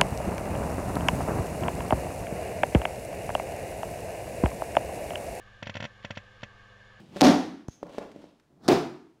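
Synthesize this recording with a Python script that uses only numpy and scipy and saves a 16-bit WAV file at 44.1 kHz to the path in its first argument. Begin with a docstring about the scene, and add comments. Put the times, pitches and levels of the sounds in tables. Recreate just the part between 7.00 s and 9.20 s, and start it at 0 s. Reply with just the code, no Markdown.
"""In a bare, echoing room, two packing straps are snapped off a tall board boxed in cardboard.
The box rubs and groans as it is handled. Each strap cracks apart, and the freed board slaps
its box and booms; the room's echo swells and dies away. Between the two bangs come a ringing
tick with a dull bump, light knocks on the box, rustling and the creak of a strap pulled taut."""
import sys
import numpy as np
from scipy import signal
from scipy.fft import rfft, irfft, next_fast_len
from scipy.io import wavfile
from scipy.ndimage import uniform_filter1d, minimum_filter1d

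SR = 44100
rng = np.random.default_rng(int(sys.argv[2]) if len(sys.argv) > 2 else 0)


def to_wav(sig):
    """Store sig (one row per channel, or 1-D mono) as 16-bit WAV at the path in sys.argv[1].

    Samples outside -1..1 are clipped; the rate is SR.
    """
    pcm = np.clip(np.atleast_2d(sig), -1, 1) * 32767
    pcm = np.round(pcm).astype(np.int16)
    wavfile.write(sys.argv[1], SR, pcm.T)  # frames by channels


N = 97020
T = np.arange(N) / SR


def amp(db):
    """Turn decibels into a gain."""
    return 10 ** (np.asarray(db) / 20)


def at_hz(points, hz):
    """Read between the rows of a (pitch_hz, value) table, spacing octaves evenly."""
    pitches, values = np.array(points, float).T
    return np.interp(np.log(np.maximum(hz, 1)), np.log(pitches), values)


def colour(x, tone):
    """Make each pitch louder or softer, as a (pitch_hz, gain_db) table says."""
    n = next_fast_len(2 * N)
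    n += n % 2
    gain = amp(at_hz(tone, np.arange(n // 2 + 1) * SR / n))
    cepstrum = irfft(np.log(gain))
    # fold it so that the filter never sounds before its input
    cepstrum[1:n // 2] *= 2
    cepstrum[n // 2 + 1:] = 0
    return irfft(rfft(x, n) * np.exp(rfft(cepstrum)))[:N]


def energy(x, db):
    """Give a sound as much energy as one steady second at this level."""
    return x * amp(db) / np.sqrt(np.sum(x ** 2) / SR + 1e-30)


def fade(start, decay, hold=0):
    """Start suddenly, hold, then die away."""
    return (T >= start) * np.exp(-np.clip((T - start - hold) / decay, 0, 60))


def burst(start, decay, tone, db, hold=0):
    """A puff of noise, evened out across pitch, gently faded again, then given its tone."""
    envelope = fade(start, decay, hold)
    spectrum = rfft(rng.standard_normal(N) * envelope)
    even = irfft(spectrum / (abs(spectrum) + 1e-12), N)
    return energy(colour(even * envelope ** .25, tone), db)


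def thump(start, contact, tone, db):
    """One quick push; the longer the contact, the duller it sounds."""
    push = np.maximum(T - start, 0) * fade(start, contact / 2)
    return energy(colour(push, tone), db)


def placed(x, room_db):
    """Pair the direct sound with the share sent into the room."""
    return np.array([x, x * amp(room_db)])


def friction(tone, rows):
    """Grainy noise that swells to each peak and falls again."""
    noise = rng.standard_normal(N)
    grain_db = 4 * np.minimum(rng.exponential(size=N), 5)
    grains = colour(noise * amp(grain_db), tone)
    swells = sum(amp(db) * np.exp(-np.maximum((peak - T) / rise, (T - peak) / fall))
                 for peak, db, rise, fall in rows)
    return placed(grains / grains.std() * swells, room_db=-2)


# tone of the background air: pitch_hz, gain_db
AIR_TONE = [(25, -5.5), (60, -2), (150, -1), (300, -8.5), (700, -9), (2000, -23.5), (5500, -26.5),
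            (9000, -31), (15500, -39)]
def room_air(level_db=-70.5):
    """A quiet, low hush lies under everything."""
    air = colour(rng.standard_normal(N), AIR_TONE)
    return amp(level_db) * air / air.std()


# each rub: peak_s, level_db, rise_s, fall_s
RUBS = [(.0, -60, 0.0046, 0.046), (.195, -46.5, 0.037, .008), (.96, -56.5, 0.07, 0.09),
        (1.22, -67.5, 0.057, 0.083)]
# tone of the rubbing: pitch_hz, gain_db
RUB_TONE = [(100, -6), (600, 4.5), (1500, -2), (3000, 3), (5000, -5.5), (8000, -11.5), (15000, -26.5)]
def rubbing():
    """Sleeve, strap and cardboard rustle as they slide over each other."""
    return friction(RUB_TONE, RUBS)


# each groan: peak_s, level_db, rise_s, fall_s
GROANS = [(.0, -44.5, 0.021, 0.022), (0.179, -42, 0.045, 0.022), (.87, -51, 0.06, 0.047),
          (1.201, -54.5, .08, .05), (1.528, -61.5, .03, 0.034), (1.676, -41.5, 0.036, 0.013)]
# tone of the groans: pitch_hz, gain_db
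GROAN_TONE = [(30, -20.5), (100, -6), (180, 2), (320, -4), (500, -13), (800, -15), (1600, -29.5),
              (5000, -52)]
def box_groans():
    """The cardboard gives a low groan as it bends."""
    return friction(GROAN_TONE, GROANS)


# time the echo takes to drop by 60 dB: pitch_hz, ring_s
ECHO_TIMES = [(80, 0.49), (250, 0.69), (600, 0.49), (1500, 0.6561), (4500, 0.553), (8000, 0.5341),
              (15000, .5)]
# tone of the echo: pitch_hz, gain_db
ECHO_TONE = [(60, 1), (300, -1.5), (1200, -1), (2700, -3), (5500, -4), (8000, -5.5), (15000, -6)]
def room_echo(swell_s=0.036, early_boost_db=10, boost_decay_s=0.17):
    """Echoes off bare walls build up, then each band of pitch dies at its own rate."""
    spectrum = rfft(rng.standard_normal(N))
    hz = np.arange(N // 2 + 1) * SR / N
    tail = 0
    for band_hz, ring_s in ECHO_TIMES:
        band = at_hz([(pitch, float(pitch == band_hz)) for pitch, _ in ECHO_TIMES], hz)
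        tail += irfft(spectrum * band, N) * np.exp(-np.log(1000) * T / ring_s)
    tail *= np.minimum(T / swell_s, 1) ** 1.7
    tail *= amp(early_boost_db * np.exp(-T / boost_decay_s))
    return colour(tail / np.sqrt(np.sum(tail ** 2)), ECHO_TONE)


# each knock: start_s, level_db, contact_s, snap_gain_db, room_db
KNOCKS = [(0.1611, -60, 0.00095, -12, -1.5), (.1665, -61.5, 0.00055, -4, 0),
          (.1720, -60.5, 0.00028, -18, -12), (0.8297, -55, 0.00013, -19.5, -7),
          (.8675, -72, 0.00032, -10, 1), (.8955, -71.5, 0.00017, -10, 3.5),
          (.9470, -67.5, 0.00018, -14.5, 3.5), (0.9823, -52, 0.00031, -13.5, -1.5),
          (.9870, -60, 0.00033, -15, -7), (1.1610, -65, 0.0013, -18, -1), (1.2410, -70.5, .0004, -17, -3.5)]
# tone of the hollow box: pitch_hz, gain_db
BOX_TONE = [(30, -44.5), (70, -30.5), (130, -12.5), (250, -0.5), (450, 4), (680, 1.5), (1100, -7),
            (2000, -25), (6000, -45.5), (15000, -68.5)]
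# short notes of the box, set against the thump: pitch_hz, decay_s, gain_db
BOX_NOTES = [(320, 0.011, -7.5), (438, .008, -11), (565.5, 0.013, -6.5)]
# tone of a papery snap: pitch_hz, gain_db
SNAP_TONE = [(300, -12.5), (1500, 7.5), (3000, -2), (5500, -4), (8000, -12.5), (11000, -16.5),
             (15500, -24.5)]
SNAP_S = 0.0056
def box_knocks():
    """A short push thumps the hollow box, which rings briefly, with a papery snap on top."""
    out = 0
    for start, db, contact, snap_db, room_db in KNOCKS:
        age = np.maximum(T - start, 0)
        thud = thump(start, contact, BOX_TONE, db)
        ring = sum(energy(fade(start, decay) * np.sin(2 * np.pi * hz * age), db + note_db)
                   for hz, decay, note_db in BOX_NOTES)
        snap = burst(start, SNAP_S, SNAP_TONE, db + snap_db)
        out += placed(thud + ring + snap, room_db)
    return out


# cracks, one list per strap: start_s, level_db, decay_s
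CRACKS = [
    [(.2066, -57.5, 0.0024), (.2100, -38.5, 0.0016), (.2165, -33, 0.00092)],
    [(1.6803, -47.5, 0.009), (1.6846, -44.5, 0.0037)],
]
# tone of the cracks, one list per strap: pitch_hz, gain_db
CRACK_TONES = [
    [(200, -8.5), (700, 7), (1500, -3), (2600, -4), (3600, -1.5), (5300, -1.5), (7500, -12), (11000, -18.5),
     (15500, -29.5)],
    [(200, -4), (700, 4.5), (1500, 1), (2400, -13.5), (3500, -1), (4800, 1), (5800, -4), (7500, -8.5),
     (12500, -20), (15500, -33.5)],
]
def strap_cracks():
    """Each strap tears in two or three sharp cracks, returned as separate sounds."""
    return [placed(burst(start, decay, tone, db), room_db=0)
            for rows, tone in zip(CRACKS, CRACK_TONES) for start, db, decay in rows]


# each boom: start_s, level_db, hold_s, decay_s, room_db, ring_db
BOOMS = [(0.2138, -27, .06, 0.0085, -1, -16), (1.6871, -30.5, 0.036, 0.018, -3, -23.5)]
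# tone, one list per boom: pitch_hz, gain_db
BOOM_TONES = [
    [(30, -37), (70, -27), (130, -15), (190, -1), (290, 3), (470, -10), (740, -5), (1000, -15),
     (1500, -19.5), (2500, -41), (6000, -53.5)],
    [(30, -31), (70, -23), (140, -8.5), (220, -11), (370, 4.5), (530, -10), (720, -5.5), (1000, -14.5),
     (1500, -23), (2500, -22.5), (5000, -36), (10000, -46.5)],
]
def board_booms():
    """The released board shudders in its box."""
    return sum(placed(burst(start, decay, tone, db, hold), room_db)
               for (start, db, hold, decay, room_db, _), tone in zip(BOOMS, BOOM_TONES))


# low notes of board and room: pitch_hz, ring_s, first_boom_gain_db, second_boom_gain_db
LOW_NOTES = [(88, .6, -19, -22), (148, .55, -21, -10), (190, .55, -1, -14), (246, .5, 1, -20),
             (270, .45, -14, -8), (285, .45, 0, -15), (311, .5, -14, -6), (369, .52, -9, 1),
             (402, .4, -5, -5), (435, .44, -15, -3), (601, .38, -1, -15), (672, .36, -8, -8),
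             (741, .36, 2, -9), (787, .32, -5, -10)]
def low_ringing(rise_s=0.0098):
    """Each boom sets board and room ringing; a note drops by 60 dB in its ring time."""
    out = np.zeros(N)
    for boom, (start, *_, ring_db) in enumerate(BOOMS):
        age = np.maximum(T - start, 0)
        rise = 1 - np.exp(-age / rise_s)
        for hz, ring_s, *gains_db in LOW_NOTES:
            fall = np.exp(-np.log(1000) * age / ring_s)
            out += amp(ring_db + gains_db[boom]) * rise * fall * np.sin(2 * np.pi * hz * age)
    return out


# each slap: start_s, level_db, contact_s
SLAPS = [(0.2176, -28, .0005), (.2210, -28.5, 0.0013), (1.6862, -34.5, 0.001)]
# tone of the slaps: pitch_hz, gain_db
SLAP_TONE = [(40, -33.5), (120, -17), (260, 0.5), (400, -2), (600, 0), (760, 2), (1100, -11.5),
             (2000, -29.5), (8000, -52.5)]
def board_slaps():
    """The board slaps against its box as the strap lets go."""
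    slaps = sum(thump(start, contact, SLAP_TONE, db) for start, db, contact in SLAPS)
    return placed(slaps, room_db=-5)


# each ping: start_s, level_db
PINGS = [(.6830, -74), (0.691, -85), (0.6947, -82)]
# tone of the pings: pitch_hz, gain_db
PING_TONE = [(1000, -18), (3500, -14), (5200, -13.5), (5900, -6), (6400, 0.5), (6800, -7), (7500, -17),
             (8800, -24), (10300, -20), (12000, -32), (14200, -26), (16000, -40)]
def pings(decay_s=0.0017):
    """A small hard part ticks and rings for a few milliseconds."""
    return placed(sum(burst(start, decay_s, PING_TONE, db) for start, db in PINGS), room_db=4.5)


# tone of the bump: pitch_hz, gain_db
BUMP_TONE = [(20, -16), (60, -3), (115, 0), (250, -6), (500, -16), (1000, -21), (2000, -35), (5000, -55)]
def dull_bump():
    """One dull swing of air pressure, close by and with no echo."""
    return energy(colour(fade(start=.6852, decay=.0001), BUMP_TONE), db=-51)


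# each tick: start_s, level_db
TICKS = [(0.932, -83), (1.116, -78.5), (1.398, -86)]
def strap_ticks():
    """The strap gives small ticks with the same papery snap as the knocks."""
    return placed(sum(burst(start, SNAP_S, SNAP_TONE, db) for start, db in TICKS), room_db=-3.5)


# each creak: peak_s, level_db, rise_s, fall_s
CREAKS = [(1.215, -61.5, .01, .05), (1.650, -48.5, .014, 0.075)]
# tone of the creaks: pitch_hz, gain_db
CREAK_TONE = [(300, -2), (700, 10), (1500, 2.5), (2700, -17), (3700, -3), (5200, -5.5), (6500, -13.5),
              (10000, -21), (15000, -30.5)]
def strap_creaks():
    """The second strap creaks and scrapes as it is pulled taut."""
    return friction(CREAK_TONE, CREAKS)


def scene():
    """Each crack and each group of sounds has its own spot in the room, and so its own echo."""
    sources = strap_cracks() + [board_slaps(), board_booms(), box_knocks() + strap_ticks()]
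    sources.append(pings() + rubbing() + strap_creaks() + box_groans())
    heard = sum(direct + signal.fftconvolve(send, room_echo())[:N] for direct, send in sources)
    return (heard + low_ringing() + dull_bump() + room_air())[None]


def record(dry, low_cut_hz=30, ceiling=0.54, limiter_s=0.0027, top_hz=15750):
    """The deepest bass is lost, loud peaks are quickly turned down and the highest treble is cut."""
    dry = signal.sosfilt(signal.butter(2, low_cut_hz, "high", fs=SR, output="sos"), dry)
    span = int(limiter_s * SR)
    needed_gain = np.minimum(1, ceiling / (abs(dry) + 1e-9))
    smooth_gain = uniform_filter1d(minimum_filter1d(needed_gain, 2 * span), span)
    low_pass = signal.ellip(10, .2, 80, top_hz, fs=SR, output="sos")
    return signal.sosfilt(low_pass, dry * smooth_gain)


dry = scene()
out = record(dry)
to_wav(out)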